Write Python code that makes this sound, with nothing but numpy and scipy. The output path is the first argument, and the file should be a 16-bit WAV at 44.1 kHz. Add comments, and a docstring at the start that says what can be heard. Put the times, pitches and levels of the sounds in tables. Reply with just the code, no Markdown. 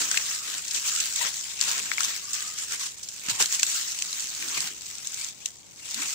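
"""Feet wade through deep, dry bamboo leaves outdoors, close to a pair of microphones.
From the first step, each push sets off a crackle of tiny leaf fractures, with snapping twigs and scuffs.
At 1.2 s a hollow stem knocks underfoot. Around 3.4 s a heavy step thuds on packed soil, a softer one
at 4.6 s. Near the end the steps grow lighter and two faint, high, bird-like chirps sound. All along,
each crack scatters briefly through the litter and the stems around, over a bed of still air."""
import sys
import numpy as np
from scipy import signal
from scipy.fft import rfft, irfft, next_fast_len
from scipy.io import wavfile

SR = 44100
rng = np.random.default_rng(int(sys.argv[2]) if len(sys.argv) > 2 else 0)


def int16_out(signal):
    """Quantize to a 16-bit WAV file."""
    q = np.round(np.clip(np.atleast_2d(signal).T, -1, 1) * 32767)
    wavfile.write(sys.argv[1], SR, q.astype(np.int16))


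N = 270774
TIME = np.arange(N) / SR

# Where the feet are. Each row: time in seconds, right microphone's lag in ms, rustle pan in dB (L-R).
BEARING = [(0, 0.69, -.5), (.8, 0.71, -0.5), (1.1, 0.67, 0), (1.23, 1.26, 2), (1.55, 0.81, 1),
           (1.7, 0.81, 0), (2.4, 0.65, 0.5), (3.3, 0.74, -2.5), (3.7, 0.7, 0.5), (4.4, 0.73, -2),
           (5.5, 0.86, 2), (6.14, 0.8, -0.5)]


def foot_pressure(attack_s=.024, release_s=.027):
    """Wading, pushes and collapsing wads load the litter: dB curves for ground, deep and top leaves."""
    # Legs stir the loose top leaves. Each row: time in seconds, level in dB.
    wading = [(0.0, -32), (0.66, -35), (0.95, -29.5), (1.42, -34.5), (2.1, -35), (2.29, -36.1),
              (2.86, -37.0), (2.95, -42), (3.22, -37.5), (3.65, -30.5), (4.08, -33.5), (4.66, -35),
              (4.75, -41), (5.28, -35), (5.35, -45.5), (5.47, -41.5), (5.6, -51.5), (6.14, -29.5)]
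    # A foot presses in. Each row: start and hold in seconds, top-leaf level and foot weight in dB.
    pushes = [(0, 0.081, -30, 4), (0.114, 0.097, -29.5, 3), (0.255, 0.091, -31.5, 1.5), (0.46, .12, -35, 4),
              (0.751, 0.021, -29, 1.5), (0.846, 0.05, -30, 1), (.964, 0.1, -31.5, .5),
              (1.166, 0.035, -28, -4), (1.225, 0.038, -28.5, 4.5), (1.346, 0.094, -37, -25),
              (1.619, 0.1, -29, 3), (1.681, 0.11, -31.5, 4.5), (1.855, 0.078, -35, 4.5),
              (1.993, 0.11, -29.5, 2.5), (2.13, 0.045, -33.5, 2.5), (2.351, 0.032, -32, 0.5),
              (2.385, 0.11, -36.5, 1), (2.585, 0.055, -33.5, -1), (2.715, 0.02, -28.5, 2.5),
              (2.806, 0.057, -30.5, -0.5), (3.257, 0.092, -36, 5), (3.409, 0.017, -24, 3.5),
              (3.523, 0.025, -26, -.5), (3.683, .13, -28, -2.5), (3.845, .1, -40, 0),
              (4.178, .058, -35.5, -1), (4.323, 0.078, -42, 6.5), (4.434, .12, -33.5, 3.5),
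              (4.54, .14, -33.5, 4), (4.82, 0.085, -42.5, -2), (5.184, 0.033, -35, -2),
              (5.858, 0.1, -39.5, 1.5), (5.978, 0.074, -33, 4.5)]
    # A wad gives way. Each row: peak time and half length in seconds, ground, deep and top levels in dB.
    crunches = [(0.008, 0.014, -41, -38, -35.5), (0.884, 0.01, -62, -44, -23.5),
                (1.217, 0.0071, -53, -38, -25), (2.046, 0.0055, -66, -36, -22),
                (2.344, 0.0073, -73, -50, -28.5), (3.285, 0.0016, -37, -25, -32),
                (3.304, .011, -46, -32.5, -25.5), (3.401, .003, -40, -26.5, -30),
                (3.41, 0.013, -44.5, -27, -20), (4.576, 0.0058, -44, -30, -30)]
    t, wading_db = TIME[::20], in_time(wading)[0][::20]
    power = from_db([wading_db - 32, wading_db - 11, wading_db]) ** 2
    for start, hold, db, weight in pushes:
        swell = np.exp(-np.maximum(start - t, 0) / attack_s - np.maximum(t - start - hold, 0) / release_s)
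        levels = [db - 33 + 2.8 * weight, db - 9 + weight, db]  # weight brings out the ground most
        power += from_db(levels)[:, None] ** 2 * swell ** 2
    for peak, half_length, *levels in crunches:
        power += from_db(levels)[:, None] ** 2 * np.exp(-((t - peak) / half_length) ** 2)
    return np.array([np.interp(TIME, t, 10 * np.log10(layer)) for layer in power])


def leaf_crackle(tread, firm_cracks_per_s=8500, firm_db=-33, jitter_s=.00007, bounce_s=.0012):
    """Tiny fractures, each with its own size, colour and direction, bounce off nearby leaves."""
    # The litter's tone. Each row: frequency in Hz, gain in dB.
    litter_eq = [(25, -1), (60, 3), (130, 14.5), (250, 18), (500, 17.5), (750, 15.5), (1100, 13.5),
                 (1700, 13), (2600, 11), (4000, 7.5), (7000, 4.5), (16000, 7.5)]
    size_spread_db, colour_spread_db, clump_db, patch_db = 4.5, 3.2, .65, 2
    lag_ms, pan_db = in_time(BEARING)
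    # A light touch breaks fewer leaves, so single cracks stand out.
    density = np.clip(from_db(.7 * (tread[2] - firm_db)), .15, 3)
    at = np.flatnonzero(rng.random(N) < firm_cracks_per_s * density / SR)
    size_draw, jitter = rng.standard_normal((2, N))[:, at]
    sizes = from_db(size_spread_db * np.minimum(size_draw, 3.2) + clump_db * drift(per_s=260)[at])
    sizes = rms_one(sizes) * np.sqrt(SR / (firm_cracks_per_s * density[at]))
    # Every crack reaches each microphone directly and by two short detours.
    direct = np.array([at, at + lag_ms[at] * SR / 1000 + jitter_s * SR * jitter])
    detours = direct + bounce_s * SR * rng.exponential(1, (2, 2, N))[..., at]
    arrivals = np.clip(np.round([direct, *detours]), 0, N).astype(int)
    echoes = .73 * rng.standard_normal((2, 2, N))[..., at]
    share_hz = [380, 1100, 2200, 5000]
    layer_shares = [[.98, .12, .0024, .035],  # ground: bass
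                    [.019, 1, .99, .036],  # packed deep leaves: mids
                    [.0035, .051, .034, 1]]  # loose top leaves: treble
    levels, out = tread[:, at], np.zeros((2, N))
    edges_hz = np.geomspace(28 + 300, 17000 + 300, num=27) - 300
    for low, high in zip(edges_hz, edges_hz[1:]):
        hz = np.sqrt(low * high)
        shares = [np.interp(np.log(hz), np.log(share_hz), layer) for layer in layer_shares]
        polarity, tint = rng.standard_normal((2, N))[:, at]
        colour = rms_one(from_db(colour_spread_db * tint + patch_db * drift(per_s=45)[at]))
        band_gain = from_db(np.dot(shares, levels) + at_hz(litter_eq, hz) - 2.5)
        strength = sizes * np.sign(polarity) * colour * band_gain
        bounces = echoes * hz / np.hypot(hz, 1100)  # long waves pass the leaves without bouncing
        hits = np.array([np.ones(direct.shape), *bounces]) * strength
        clicks = [np.bincount(arrivals[:, mic].ravel(), hits[:, mic].ravel(), N)[:N] for mic in (0, 1)]
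        out += filtered(np.array(clicks) + 1e-18, 2, [low, high], "band")
    return panned(out, pan_db)


def twig_snaps(stem_breaks, crack_band_hz=(3500, 11500), splinter_s=.0064, knock_decay_cycles=3.6):
    """Twigs and stems break: a burst of tearing fibres, late splinters and the piece's short ring."""
    # Twigs and stiff leaves. Each row: start in seconds, crack level in dB, knock level in dB,
    # knock pitch in Hz, pan in dB (L-R), tear length in ms.
    twigs = [(0.014, -24, -30, 1440, -8, 0.5), (0.0189, -23, -26.5, 1470, -12, 0.84),
             (0.1138, -16.5, -28, 1530, 7, 0.65), (0.1423, -27, -22.5, 1650, -7, 2.5),
             (0.1721, -17, -13.5, 2680, 1, 3.8), (0.6819, -26.5, -30, 4100, 4, 2.2),
             (0.7096, -22.5, -52, 5000, 10, 3.3), (0.7459, -20.5, -49, 5000, 18, 3.1),
             (0.9616, -24.5, -30, 2840, 2, 1.6), (1.0007, -17, -23, 2670, -2, 7.8),
             (1.1588, -20, -30, 4740, -7, 1.1), (1.249, -36, -28.5, 1660, 8, 1.3),
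             (1.6118, -12.5, -15.5, 4840, 8, 1.5), (1.9161, -28, -18, 2230, 16, 0.79),
             (1.9818, -28, -19, 2180, 11, 0.45), (2.0056, -17, -24, 1390, 17, 2.5),
             (2.0328, -20, -24, 3230, 3, 0.72), (2.3316, -22.5, -36, 4030, -6, 2.9),
             (3.03, -27.5, -52, 4870, -4, 8.7), (3.0864, -27.5, -50, 4110, 2.5, 4.1),
             (3.2844, -27, -29, 2930, -16, 1.8), (3.424, -13.5, -40, 4070, -2, 1.1),
             (3.4577, -18, -19, 4200, -2.5, 1.9), (3.5945, -19, -25.5, 2300, -4, 5.1),
             (3.63, -18.5, -18, 2650, 2, 1.7), (3.631, -12, -26, 1510, -3, 1.3),
             (3.6653, -22.5, -44, 4130, 2, 2.4), (4.0223, -21, -23.5, 2680, 1, 1.2),
             (4.1287, -25, -24.5, 4100, 5, 3.4), (4.425, -29, -30, 2420, 14, 1.6),
             (4.6045, -20, -34, 2930, -9, 1.2), (4.8097, -33.5, -36, 4870, 8, 1.4),
             (4.9833, -30.5, -50, 4690, 8, 0.71), (5.072, -22.5, -48, 4670, 9, 0.76),
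             (5.1426, -26, -47, 4970, -3, 2.5), (5.2458, -25.5, -50, 4950, 0, 0.8),
             (5.286, -29, -45, 4070, -9, 0.5), (5.4584, -19.5, -27, 2720, -0.5, 1.2),
             (5.9102, -28, -52, 4590, -2, 0.65), (5.9439, -21, -50, 4800, -4, 1)]
    out, t = np.zeros((2, N + SR)), np.arange(SR // 40) / SR
    lag_ms = in_time(BEARING)[0]
    for start, crack_db, knock_db, hz, pan_db, length_ms in list(twigs) + stem_breaks:
        tearing = np.exp(-(1000 * t / length_ms / 1.4) ** 2)
        fibres = rng.standard_normal((2, len(t))) * (tearing + .24 * np.exp(-t / splinter_s))
        crack = filtered(fibres, 4, crack_band_hz[0], "high")
        crack = filtered(crack, 1, crack_band_hz[1], "low")
        ring = np.sin(2 * np.pi * hz * t) * np.exp(-t * hz / knock_decay_cycles)
        knock = signal.fftconvolve(fibres * tearing, ring[None], axes=1)[:, :len(t)]
        knock = filtered(knock, 3, min(.54 * hz, 1500), "high")  # a twig radiates little below its ring
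        snap = from_db(crack_db - 1.5) * energy_one(crack) + from_db(knock_db - 2.5) * energy_one(knock)
        snap *= np.sqrt(SR / 200)  # levels count the energy as if spread over 5 ms
        sides = rms_one(from_db(np.array([.35, -.35]) * pan_db))
        at = round(start * SR)
        for mic, arrival in enumerate((at, at + round(lag_ms[at] * SR / 1000))):
            out[mic, arrival:arrival + len(t)] += sides[mic] * snap[mic]
    return out[:, :N]


def small_stems(top_db, per_s=30, low_hz=1370, high_hz=5000, length_ms=1.8, spread_db=2.5):
    """Small stems break at random, as hard as the top leaves are pressed: rows for twig_snaps."""
    gap_draw, pitch_draw = rng.random((300, 2)).T
    level_draw, pan_db = rng.standard_normal((300, 2)).T
    times = np.cumsum(-np.log(1 - gap_draw)) / per_s
    db = np.interp(times, TIME, top_db) + spread_db * level_draw
    hz = low_hz * (high_hz / low_hz) ** pitch_draw
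    rows = np.transpose([times, db + 1, db - 11, hz, pan_db, np.full(len(times), length_ms)])
    return rows[times < TIME[-1]].tolist()


def thuds(sag=.306, sag_s=.012, rise_s=.0015):
    """A foot lands on packed soil and buried stems: a damped bump that sags as the sole settles."""
    # Each row: start in seconds, pitch midway through the sag in Hz, decay in seconds, level in dB.
    landings = [(3.284, 165, 0.0045, -27.5), (3.318, 126, 0.019, -39.5), (3.401, 717, 0.0057, -16.5),
                (3.406, 404, 0.014, -33), (3.416, 282, 0.0058, -37), (4.572, 515, 0.0089, -38)]
    out = np.zeros(N)
    for start, hz, decay, db in landings:
        t = np.maximum(TIME - start, 0)
        cycles = hz * ((1 - sag) * t + 2 * sag * sag_s * (1 - np.exp(-t / sag_s)))
        out += from_db(db) * np.sin(2 * np.pi * cycles) * np.exp(-t / decay) * (1 - np.exp(-t / rise_s))
    return at_mics(out)


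def hollow_stem(start_s=1.21, rise_s=.0034):
    """A trodden bamboo tube knocks with its two lowest modes."""
    # Each row: pitch in Hz, level in dB, decay in seconds.
    modes = [(964, -23.5, 0.0087), (1955, -21, 0.0095)]
    t = np.maximum(TIME - start_s, 0)
    ring = sum(from_db(db) * np.sin(2 * np.pi * hz * t) * np.exp(-t / decay) for hz, db, decay in modes)
    return panned(at_mics(ring * (1 - np.exp(-t / rise_s))), pan_db=6)


def scuffs_and_chirps():
    """Narrow gliding resonances: scuffs, and two faint, high, bird-like chirps near the end."""
    # Each row: start and end in seconds, first and last pitch in Hz, bandwidth in Hz, level in dB.
    # The chirps are the rows at 5.41 s and 5.806 s.
    glides = [(0.201, 0.627, 1175, 1302, 130, -49), (.82, 1.078, 1050, 1640, 201, -45),
              (1.754, 1.9, 270, 173, 60, -52.5), (2.179, 2.625, 1137, 1276, 101, -48.5),
              (2.787, 2.854, 1050, 1110, 130, -45.5), (3.235, 3.467, 864, 947, 320, -45),
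              (4.37, 4.55, 400, 240, 110, -52.5), (4.562, 4.702, 130, 246, 70, -53.5),
              (4.66, 4.795, 302, 400, 110, -53), (5.169, 5.26, 2064, 2500, 300, -44),
              (5.41, 5.466, 2200, 3840, 120, -46), (5.806, 5.892, 2750, 2900, 250, -47),
              (5.944, 6.033, 205, 310, 45, -48)]
    out = np.zeros(N)
    for start, end, from_hz, to_hz, width_hz, db in glides:
        progress = np.clip((TIME - start) / (end - start), 0, 1)
        phase = 2 * np.pi * np.cumsum(from_hz + (to_hz - from_hz) * progress) / SR
        flutter = filtered(rng.standard_normal((2, N)), 2, width_hz / 2, "low")
        resonance = rms_one(flutter[0] * np.cos(phase) + flutter[1] * np.sin(phase))
        out += from_db(db) * np.sin(np.pi * progress) * resonance
    return at_mics(out)


def grove_scatter(x, wet_db=-17, t60_s=.11, predelay_s=.003):
    """The stems around add a faint, short tail, different at each microphone."""
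    t = np.arange(SR // 2) / SR
    tail = rng.standard_normal((2, len(t))) * from_db(-60 * t / t60_s) * (t > predelay_s)
    return x + from_db(wet_db) * signal.fftconvolve(x, energy_one(tail), axes=1)[:, :N]


def still_air(level_db=-56.5):
    """Outdoor air lays a quiet, dark bed of noise."""
    # Each row: frequency in Hz, relative noise density in dB.
    spectrum = [(25, -23), (60, -3), (130, -1.5), (264, -5.5), (500, -8.5), (1030, -10), (2500, -36),
                (7000, -17), (10000, -37), (15000, -42)]
    return from_db(level_db) * rms_one(coloured(rng.standard_normal((2, N)), spectrum))


def at_mics(x):
    """Mono to stereo: the left microphone hears the sound first."""
    lag_s = in_time(BEARING)[0] / 1000
    return np.array([x, np.interp(TIME - lag_s, TIME, x)])


def panned(x, pan_db):
    """Raise one side and lower the other; positive leans left."""
    return np.array([x[0] * from_db(pan_db / 2), x[1] * from_db(-pan_db / 2)])


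def from_db(db):
    """Decibels to gain."""
    return 10 ** (np.asarray(db) / 20)


def rms_one(x):
    """Scale to unit rms."""
    return x / np.sqrt(np.mean(x ** 2) + 1e-20)


def energy_one(x):
    """Scale each channel to unit energy."""
    return x / np.linalg.norm(x, axis=1, keepdims=True)


def in_time(rows):
    """Turn timed breakpoints into one automation curve per column."""
    times, *columns = np.transpose(rows)
    return [np.interp(TIME, times, column) for column in columns]


def at_hz(points, hz, column=1):
    """Read an EQ curve on a log-frequency axis."""
    points = np.array(points)
    return np.interp(np.log(hz + 1), np.log(points[:, 0]), points[:, column])


def coloured(x, points, column=1):
    """Apply a smooth EQ curve."""
    size = next_fast_len(N + SR // 10)
    gain = from_db(at_hz(points, np.fft.rfftfreq(size, 1 / SR), column))
    return irfft(rfft(x, size) * gain, size)[..., :N]


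def filtered(x, order, hz, kind):
    """Low-, high- or band-pass with a flat passband."""
    return signal.sosfilt(signal.butter(order, hz, kind, fs=SR, output="sos"), x)


def drift(per_s):
    """A random wander of unit rms, with per_s new values a second."""
    knots = rng.standard_normal(4000)
    return rms_one(np.interp(TIME * per_s, np.arange(len(knots)), knots))


def scene():
    """Crackle, snaps, scuffs, chirps and knocks scatter through the grove, over the quiet air."""
    air = still_air()
    tread = foot_pressure()
    crackle = leaf_crackle(tread)
    snaps = twig_snaps(small_stems(top_db=tread[2]))
    return grove_scatter(crackle + snaps + scuffs_and_chirps() + thuds() + hollow_stem()) + air


def record(dry, cutoff_hz=15550):
    """The microphone ports resonate in the treble, peaks are rounded and the top is cut."""
    # Each row: frequency in Hz, left gain in dB, right gain in dB.
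    port_eq = [(100, 1.5, -4.5), (1220, 0.5, -6), (2940, 0.5, -5.5), (4920, 1, -2), (6800, 5, 5),
               (7300, 4, 5.5), (7800, 8, 3), (7950, -1, 3), (8460, -7, -0.5), (10110, -12, -10),
               (12040, -21.5, -14.5), (13800, -37, -13.5), (14650, -19, -9.5), (15200, -17.5, -6)]
    heard = np.array([coloured(dry[0], port_eq, column=1), coloured(dry[1], port_eq, column=2)])
    high_cut = signal.ellip(10, .3, 80, cutoff_hz, fs=SR, output="sos")
    return signal.sosfilt(high_cut, np.tanh(heard))


dry = scene()
out = record(dry)
int16_out(out)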